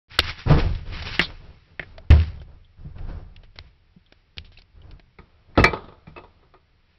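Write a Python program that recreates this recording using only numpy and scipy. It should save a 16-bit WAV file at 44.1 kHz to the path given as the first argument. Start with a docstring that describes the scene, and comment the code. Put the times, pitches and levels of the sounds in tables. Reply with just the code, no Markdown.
"""In a truck cab, while crates and metal shell cases are thrown off another truck.
A hand rubs and clicks on the microphone's casing (friction and small impacts). The cab door slams,
compressing the enclosed air into a boom. Then a heavy crate lands and bounces: its boards and the
steel cases vibrate in damped modes, the ground thuds and the pile settles over faint outdoor air.
The microphone is dull, and the hardest blows overload it."""
import sys
import numpy as np
from scipy.fft import rfft, irfft, next_fast_len
from scipy.io import wavfile
from scipy.ndimage import map_coordinates

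SR = 44100
rng = np.random.default_rng(int(sys.argv[2]) if len(sys.argv) > 2 else 0)


def unload_audio(sound):
    """Save the sound as a 16-bit wav file, at the path given as the first command line argument."""
    columns = np.transpose(np.atleast_2d(sound))
    # keep every value between -1 and 1, then stretch to whole-number steps
    steps = np.round(np.clip(columns, -1, 1) * 32767)
    wavfile.write(sys.argv[1], SR, steps.astype(np.int16))


N = 307818

# Crate landings and bounces; all table levels are relative: (time [s], wood [dB], thud [dB], crack [dB])
LANDINGS = [(5.186, -43.5, -38.5, -42.5), (5.553, -47, -48, -45), (5.564, -48, -56, -40),
            (5.5753, -8, -8.5, -24), (5.594, -19, -28, -22), (5.640, -8.5, -20, -4),
            (5.656, -20.5, -27.5, -19.5), (5.732, -20, -39.5, -38), (5.771, -39, -46, -43.5),
            (5.836, -56, -40, -69), (5.883, -39.5, -50, -57), (5.923, -45.5, -56.5, -61),
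            (6.069, -46.5, -37.5, -50), (6.162, -36.5, -54, -49.5), (6.178, -35.5, -53, -43.5),
            (6.237, -42.5, -58, -65.5), (6.427, -56.5, -58, -73), (6.538, -44.5, -62.5, -56)]
# Modes of the crate's boards: (frequency [Hz], level [dB])
BOARD_MODES = [(312, -6), (355, 0.5), (385, 1), (458, -0.5), (495, -7), (563, -4.5), (668, -9), (703, -9.5),
               (878, 0), (943, -1.5), (1012, -12.5), (1151, -3), (1225, -1), (1260, 3.5), (1330, -6.5),
               (1443, -11), (1800, -14.5), (1994, -15), (2525, -20.5), (2565, -17), (3450, -17),
               (3530, -19.5), (5050, -25)]
# Cab resonances driven through the ground: (frequency [Hz], bandwidth [Hz], level [dB])
THUD_MODES = [(31.03, 15, -11), (74.1, 14, 1), (135, 55, -7), (182, 75, -9.5)]
# Spectra of splintering wood and of the rattling load: (frequency [Hz], level [dB])
CRACK_SPECTRUM = [(500, -15), (1200, -0.5), (2000, 11.5), (2500, 4.5), (2950, -16), (3500, -6),
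                  (4200, -1.5), (4900, -19), (5700, -15)]
CLATTER_SPECTRUM = [(110, -6.5), (170, 5), (260, -0.5), (400, 2), (620, 1.5), (900, -2.5), (1300, 0.5),
                    (1600, -11.5), (2500, -23), (3600, -12), (5600, -34.5)]
# Modes of a steel shell case: (frequency ratio, level [dB], t60 [s])
SHELL_MODES = [(0.996, 2, 0.094), (1.076, -20.5, .14), (0.849, -10.5, 0.09), (1.715, -23, 0.071),
               (1.79, -24, .08), (1.9, -16, 0.082)]
# Direct blows on shell cases: (time [s], level [dB], frequency [Hz])
CLANKS = [(5.594, -29.5, 2632), (5.640, -13, 2340), (5.656, -8.5, 2347), (5.733, -39, 2586),
          (6.069, -50.5, 2370), (6.164, -37.5, 2604)]
# Door slam, bumps and ground shocks: (time [s], level [dB], frequency [Hz], t60 [s])
BOOMS = [(0.189, -17.5, 75, 0.13), (.462, -15.5, 110, 0.13), (0.494, -15, 158.2, 0.46),
         (0.508, -4.5, 148.2, 0.16), (1.194, -18.5, 345.5, .08), (1.198, -21, 167.7, 0.14),
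         (1.795, -35.5, 153, 0.16), (1.981, -30.5, 644, 0.041), (2.1029, -0.5, 77.15, 0.34),
         (2.185, -12, 88.2, 0.18), (2.85, -29, 145, 0.15), (3.964, -38, 177, 0.071),
         (4.375, -34.5, 79.6, 0.36), (5.579, -17, 79.8, 0.12), (6.07, -42.5, 157.5, 0.34)]
# Modes of the cab's air and panels: (frequency ratio, level [dB])
CAB_MODES = [(1.001, 1), (2.021, -17.5), (2.56, -23), (3.148, -26.5), (4.899, -29.5)]
# Modes of the door panel and of the microphone's casing: (frequency [Hz], level [dB], t60 [s])
DOOR_MODES = [(113, -7, .21), (165, -24, .24)]
CASING_MODES = [(370, -10.5, 0.063), (1621, -7.5, 0.027)]
# Taps on the casing and door fittings:
# (time [s], snap [dB], centre [Hz], half-width [octaves], t60 [s], knock [dB])
CLICKS = [(.1885, -8, 1660, 0.27, 0.019, -25), (0.1905, -4, 3300, 0.62, 0.024, -14.5),
          (.2005, -14.5, 3270, 0.8, 0.023, -37), (0.602, -22, 2470, .86, 0.012, -34),
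          (.749, -40, 3000, .78, .06, -73), (1.022, -30, 2200, 3.06, 0.062, -59.5),
          (1.194, -8, 2040, 0.43, 0.05, -13.5), (1.213, -23, 1910, 2.5, 0.11, -41.5),
          (1.302, -40.5, 990, 1.1, 0.04, -55.5), (1.7952, -18, 1970, 0.26, 0.023, -25.5),
          (1.808, -42, 1880, 0.49, 0.11, -36), (1.8273, -35, 1874, 0.28, 0.046, -37),
          (1.981, -35, 1800, 2.2, 0.018, -45), (2.1051, -15, 1930, 0.39, 0.061, -18.5),
          (2.2, -27, 2780, 0.59, 0.014, -53), (2.416, -51.5, 2476, 1.8, .055, -41.5),
          (2.983, -48.5, 1800, 0.56, 0.063, -50.5), (3.363, -41, 2760, 0.43, 0.026, -64),
          (3.434, -53, 2110, 0.96, 0.093, -45.5), (3.558, -50.5, 2420, 1.1, 0.065, -46.5),
          (3.588, -24, 2660, 1.06, 0.0091, -41.5), (4.124, -41.5, 2700, 1.23, .015, -43),
          (4.371, -42.5, 3520, 1.65, 0.027, -42), (4.3823, -20.5, 3200, .83, 0.012, -43.5),
          (4.446, -51, 3200, .59, 0.13, -66), (4.519, -56.5, 2890, 0.95, 0.24, -54),
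          (4.586, -48, 3330, 0.93, 0.072, -50.5), (4.619, -45, 3300, 1.24, 0.018, -67),
          (4.911, -46, 2760, 1.6, 0.033, -61), (4.996, -47, 2300, .7, 0.027, -44)]
# Spectrum of a knock on the casing: (frequency [Hz], level [dB])
KNOCK_SPECTRUM = [(40, 0.5), (90, 1), (200, -1.5), (400, -0.5), (650, 1.5), (950, -13), (1500, -22),
                  (3000, -41.5)]
# Fingers sliding over the casing: (start [s], duration [s], level [dB])
SLIDES = [(.094, 0.064, -41), (.21, 0.094, -27.5), (.37, 0.029, -31), (.475, 0.035, -31),
          (.575, 0.023, -27), (.63, 0.15, -46), (.85, 0.1, -46), (.915, 0.084, -35), (1.035, 0.062, -32.5),
          (1.085, 0.069, -32.5), (1.19, 0.03, -30.5), (1.8, 0.13, -58.5), (3.56, 0.12, -61),
          (4.1, .11, -68.5), (6.87, 0.078, -67)]
# Shifts of the grip: (start [s], duration [s], sway [dB], rub [dB])
GRIP_SHIFTS = [(0.455, 0.14, -17.5, -24.5), (0.481, 0.04, -21, -21), (.63, .075, -23.5, -41.5),
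               (0.844, 0.26, -37, -46.5), (1.246, .06, -38.5, -47), (1.386, 0.13, -45, -52.5),
               (1.65, 0.095, -54, -62), (1.8, 0.24, -46, -56), (2.254, .14, -34, -53),
               (2.459, 0.088, -47.5, -57), (2.765, .15, -40, -57.5), (2.942, 0.26, -33.5, -48),
               (3.068, 0.04, -31, -41), (3.248, .17, -47, -62.5), (3.546, 0.1, -47, -61.5),
               (4.378, .09, -47, -63), (4.543, .05, -48, -65), (4.737, 0.099, -49, -59.5),
               (4.817, 0.12, -41.5, -55), (5.472, 0.077, -50.5, -57.5), (6.365, 0.1, -64, -65)]
# Noise spectra, from low rumble to a skidding edge: (frequency [Hz], level [dB])
RUMBLE_SPECTRUM = [(15, -8.5), (28, 5.5), (55, -6), (82, 0), (115, -10.5), (170, -14.5), (300, -56)]
RUB_SPECTRUM = [(70, -27), (150, 4), (230, -5.5), (370, -5.5), (580, -9), (800, -12), (1050, -14.5),
                (1600, -17.5), (3000, -46)]
HISS_SPECTRUM = [(400, -30.5), (900, -3), (1500, 0), (2300, 2.5), (3500, -2.5), (4600, -4), (5700, -7.5)]
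SKID_SPECTRUM = [(1500, -22.5), (2700, -17), (3300, 1.5), (4550, -2.5), (5000, -25)]
# Distant clinks of metal: (time [s], level [dB], frequency [Hz])
CLINKS = [(2.399, -51, 3276), (2.647, -55.5, 3244), (4.063, -55.5, 3280), (4.573, -43, 2550),
          (4.575, -47, 4140), (4.818, -52, 3100)]
# Movements of the pile under the falling load: (start [s], duration [s], level [dB])
PILE_STIRS = [(5.19, 0.22, -69), (5.58, 0.14, -57.5), (6.07, 0.19, -66)]
# Reflections off the dashboard, windscreen and walls: (delay [s], level [dB])
CAB_REFLECTIONS = [(.0023, -23.5), (.0041, -23.5), (.0067, -18), (.0094, -16), (.0127, -16), (0.0175, -19),
                   (.0233, -20)]


def crates():
    """Impact excitation: each landing rings and cracks the wood, shakes the load and thuds the ground."""
    out = np.zeros(N)
    shell_hz, shell_spread = 2560, 0.032
    for s, wood_db, thud_db, crack_db in LANDINGS:
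        wood = amp(-10) * boards()
        jostle = unit(amp(2.7 * wobble(160)))[:len(age())]  # the load knocks about unevenly
        rattle = fade(0.066, 0.00069) + amp(-20) * jostle * fade(0.61, 0.012)
        clatter = amp(-2.5) * burst(shape(CLATTER_SPECTRUM), rattle)
        thud = burst(resonances(THUD_MODES), fade(0.21, 0.006))
        crack = burst(shape(CRACK_SPECTRUM), fade(0.047, 0.001) + amp(-13.5) * fade(0.15, 0.0025))
        steel = amp(-23) * shell_case(shell_hz * (1 + shell_spread * rng.standard_normal()))
        crate = amp(wood_db) * (wood + clatter + steel)
        add(out, s, crate + amp(thud_db) * thud + amp(crack_db) * crack)
    return out


def boards(t60_at_500_hz=0.15, detune=0.0055):
    """Internal damping: wood loses its high modes sooner; each landing's load detunes them slightly."""
    modes = [(hz * (1 + detune * rng.standard_normal()), db, t60_at_500_hz * (hz / 500) ** -0.15)
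             for hz, db in BOARD_MODES]
    return ringing(modes, scatter_db=3, attack=0.0008, rough=0.63)


def shell_case(hz):
    """Free vibration: a struck steel case rings in inharmonic modes."""
    modes = [(hz * ratio, db, t60) for ratio, db, t60 in SHELL_MODES]
    return ringing(modes, scatter_db=2.5, attack=0.0039, rough=0.4)


def clanks():
    """Direct impact: each struck shell case sounds at its own natural frequencies."""
    out = np.zeros(N)
    for s, db, hz in CLANKS:
        add(out, s, amp(db) * shell_case(hz))
    return out


def cab_booms():
    """Cavity resonance: the slam, bumps and ground shocks ring the cab's air and panels."""
    out, t = np.zeros(N), age()
    for s, db, hz, t60 in BOOMS:
        boom = sum(amp(level) * np.sin(2 * np.pi * hz * ratio * t) for ratio, level in CAB_MODES)
        add(out, s, -amp(db) * fade(t60, 0.0015) * boom)
    return out


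def door_slam(time_s=2.106):
    """Panel vibration: the door rings under a dull blow, and loose trim chatters."""
    out, t = np.zeros(N), age()
    panel = ringing(DOOR_MODES, scatter_db=1.5, attack=0.0015, rough=0.4)
    chatter = unit(amp(3.2 * wobble(270)))[:len(t)] / (1 + (t / 0.2) ** 6)  # dies out after 0.2 s
    trim = amp(-33) * chatter * burst(shape(HISS_SPECTRUM), fade(1.0, 0.0055))
    blow = amp(-20) * burst(shape(RUB_SPECTRUM), fade(0.28, 0.003))
    add(out, time_s, panel + trim + blow)
    return out


def clicks():
    """Structure-borne sound: a near contact gives a bright snap and a hollow knock in the casing."""
    out = np.zeros(N)
    for s, db, hz, octaves, t60, knock_db in CLICKS:
        knock = burst(shape(KNOCK_SPECTRUM), fade(0.028, 0.00048))
        casing = ringing(CASING_MODES, scatter_db=0, attack=0.00027, rough=0.36)
        add(out, s, amp(db) * snap(hz, octaves, t60) + amp(knock_db) * (knock + casing))
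    return out


def snap(hz, octaves, t60, contact_hz=6040):
    """Hard contact: one band rings, and the finite contact time excites little above contact_hz."""
    band = lambda f: 1 / (1 + (np.log2((f + 1) / hz) / octaves) ** 2) / (1 + (f / contact_hz) ** 10)
    cab_tail = amp(-28) * fade(0.11, 0.008)
    return burst(band, fade(t60, 0.000083) + cab_tail)


def handling():
    """Stick-slip friction on the casing: sliding fingers mostly hiss; a shifting grip sways and rubs."""
    slide = strokes(SLIDES, attack=0.026, release=0.16, linger_db=-21.5, linger_t60=2.1)
    sways = [(s, length, db) for s, length, db, _ in GRIP_SHIFTS]
    drags = [(s, length, db) for s, length, _, db in GRIP_SHIFTS]
    sway = strokes(sways, attack=0.026, release=0.26, linger_db=-13, linger_t60=1.9)
    drag = strokes(drags, attack=0.026, release=0.26, linger_db=-19, linger_t60=1.1)
    hiss_level = np.hypot(slide, amp(-14.5) * drag)
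    # the grain appears only when the hand presses and slides
    pressure = np.clip((20 * np.log10(hiss_level) + 62.5) / 22, 0, 1)
    grain = amp(pressure * (2.26 * wobble(36) + 2 * wobble(500)))
    rumble = np.hypot(sway, amp(-4.5) * slide) * noise(shape(RUMBLE_SPECTRUM))
    rub = np.hypot(drag, amp(-16) * slide) * noise(shape(RUB_SPECTRUM))
    hiss = hiss_level * noise(shape(HISS_SPECTRUM))
    skid_level = strokes([(1.2, 0.052, -27.5)], attack=0.017, release=0.032)  # an edge, after a knock
    skid = skid_level * noise(shape(SKID_SPECTRUM))
    return amp(-1) * rumble + amp(-2.5) * grain * (rub + hiss + skid)


def clinks():
    """Narrow resonance: distant metal rings faintly and briefly."""
    out = np.zeros(N)
    for s, db, hz in CLINKS:
        add(out, s, amp(db) * snap(hz, octaves=0.098, t60=0.038))
    return out


def pile():
    """Frictional settling: the disturbed pile rumbles and rustles as its motion decays."""
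    layers = [(10.5, RUMBLE_SPECTRUM), (0, CLATTER_SPECTRUM), (-4, HISS_SPECTRUM)]
    return strokes(PILE_STIRS, attack=0.02, release=1.5) * noise_layers(layers)


def outdoor_air(onset_s=0.084):
    """Stationary ambient noise: a low rumble under a faint hiss."""
    layers = [(-62, RUMBLE_SPECTRUM), (-72, RUB_SPECTRUM), (-69, HISS_SPECTRUM)]
    return (np.arange(N) / SR > onset_s) * noise_layers(layers)


def reflected(x):
    """Comb filtering: early reflections in the cab interfere with the direct mids and treble."""
    paths = lambda f: sum(amp(db) * np.exp(-2j * np.pi * f * s) for s, db in CAB_REFLECTIONS)
    return x + filtered(x, lambda f: paths(f) * f / (f + 300))


def ringing(modes, scatter_db, attack, rough):
    """Modal superposition: damped sines of random strength; loose contact roughens their phase."""
    t, out = age(), 0
    for hz, db, t60 in modes:
        drift = rough * np.cumsum(rng.standard_normal(len(t))) / np.sqrt(SR)
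        strength = amp(db + scatter_db * rng.standard_normal())
        out = out + strength * fade(t60, attack) * np.sin(2 * np.pi * (hz * t + drift + rng.random()))
    return out


def burst(response, envelope):
    """Dense modes merge into noise, whose energy equals that of the envelope."""
    x = noise(response, size=len(envelope)) * envelope
    return x * np.linalg.norm(envelope) / np.linalg.norm(x)


def strokes(rows, attack, release, linger_db=-120, linger_t60=1):
    """Incoherent movements add in power; each rises, holds and decays (release is a t60) to a tail."""
    t, power = np.arange(0, N, 64) / SR, 1e-20
    for s, length, db in rows:
        rise = np.clip((t - s) / attack, 0, 1)
        after = np.maximum(t - s - length, 0)
        fall = amp(-60 * after / release) + amp(linger_db - 60 * after / linger_t60)
        power = power + (amp(db) * rise * fall) ** 2
    return np.interp(np.arange(N) / SR, t, np.sqrt(power))


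def fade(t60, attack):
    """Exponential decay of 60 dB in t60 seconds, after a quick rise."""
    return amp(-60 * age() / t60) * (1 - np.exp(-age() / attack))


def age():
    """Time since a blow [s]."""
    return np.arange(SR // 2) / SR


def wobble(rate):
    """Smooth random modulation, with rate knots a second."""
    return map_coordinates(rng.standard_normal(int(N * rate / SR) + 4), [np.arange(N) * rate / SR])


def noise(response, size=N):
    """Coloured noise of rms 1."""
    return unit(filtered(rng.standard_normal(size), response))


def noise_layers(layers):
    """Superposition of independent noises: (level [dB], spectrum)."""
    return sum(amp(db) * noise(shape(spectrum)) for db, spectrum in layers)


def resonances(modes):
    """Frequency response of damped oscillators, summed with alternating signs."""
    return lambda f: sum((-1) ** k * amp(db) * 1j * f * width / (hz * hz - f * f + 1j * f * width)
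                         for k, (hz, width, db) in enumerate(modes))


def shape(points):
    """Spectral envelope through (frequency [Hz], level [dB]) points on a log axis."""
    hz, db = np.transpose(points)
    return lambda f: amp(np.interp(np.log(f + 1), np.log(hz), db))


def filtered(x, response):
    """Linear filtering: the spectrum of x times a frequency response."""
    size = next_fast_len(len(x) + 8192)
    return irfft(rfft(x, size) * response(np.fft.rfftfreq(size, 1 / SR)), size)[:len(x)]


def amp(db):
    """Amplitude ratio of a level in decibels."""
    return 10 ** (np.asarray(db) / 20)


def unit(x):
    """Normalisation to rms 1."""
    return x / np.sqrt(np.mean(x ** 2) + 1e-20)


def add(track, s, sound):
    """Superpose a sound at time s."""
    part = track[round(s * SR):][:len(sound)]
    part += sound[:len(part)]


def scene():
    """Superposition: hand, air and pile sound through the cab's reflections; impacts add directly."""
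    rustle = reflected(handling() + outdoor_air() + pile())
    return (rustle + clicks() + clinks() + crates() + clanks() + cab_booms() + door_slam())[None]


def record(dry):
    """Band limiting, then saturation: loud peaks distort and spread treble above the microphone's band."""
    mic_hz, top_hz, ceiling = 5650, 16000, 0.71
    dull = filtered(dry[0], lambda hz: 1 / np.sqrt(1 + (hz / mic_hz) ** 110))
    saturated = dull / (1 + np.abs(dull / ceiling) ** 10) ** (1 / 10)
    return filtered(saturated, lambda hz: hz < top_hz)[None]


dry = scene()
out = record(dry)
unload_audio(out)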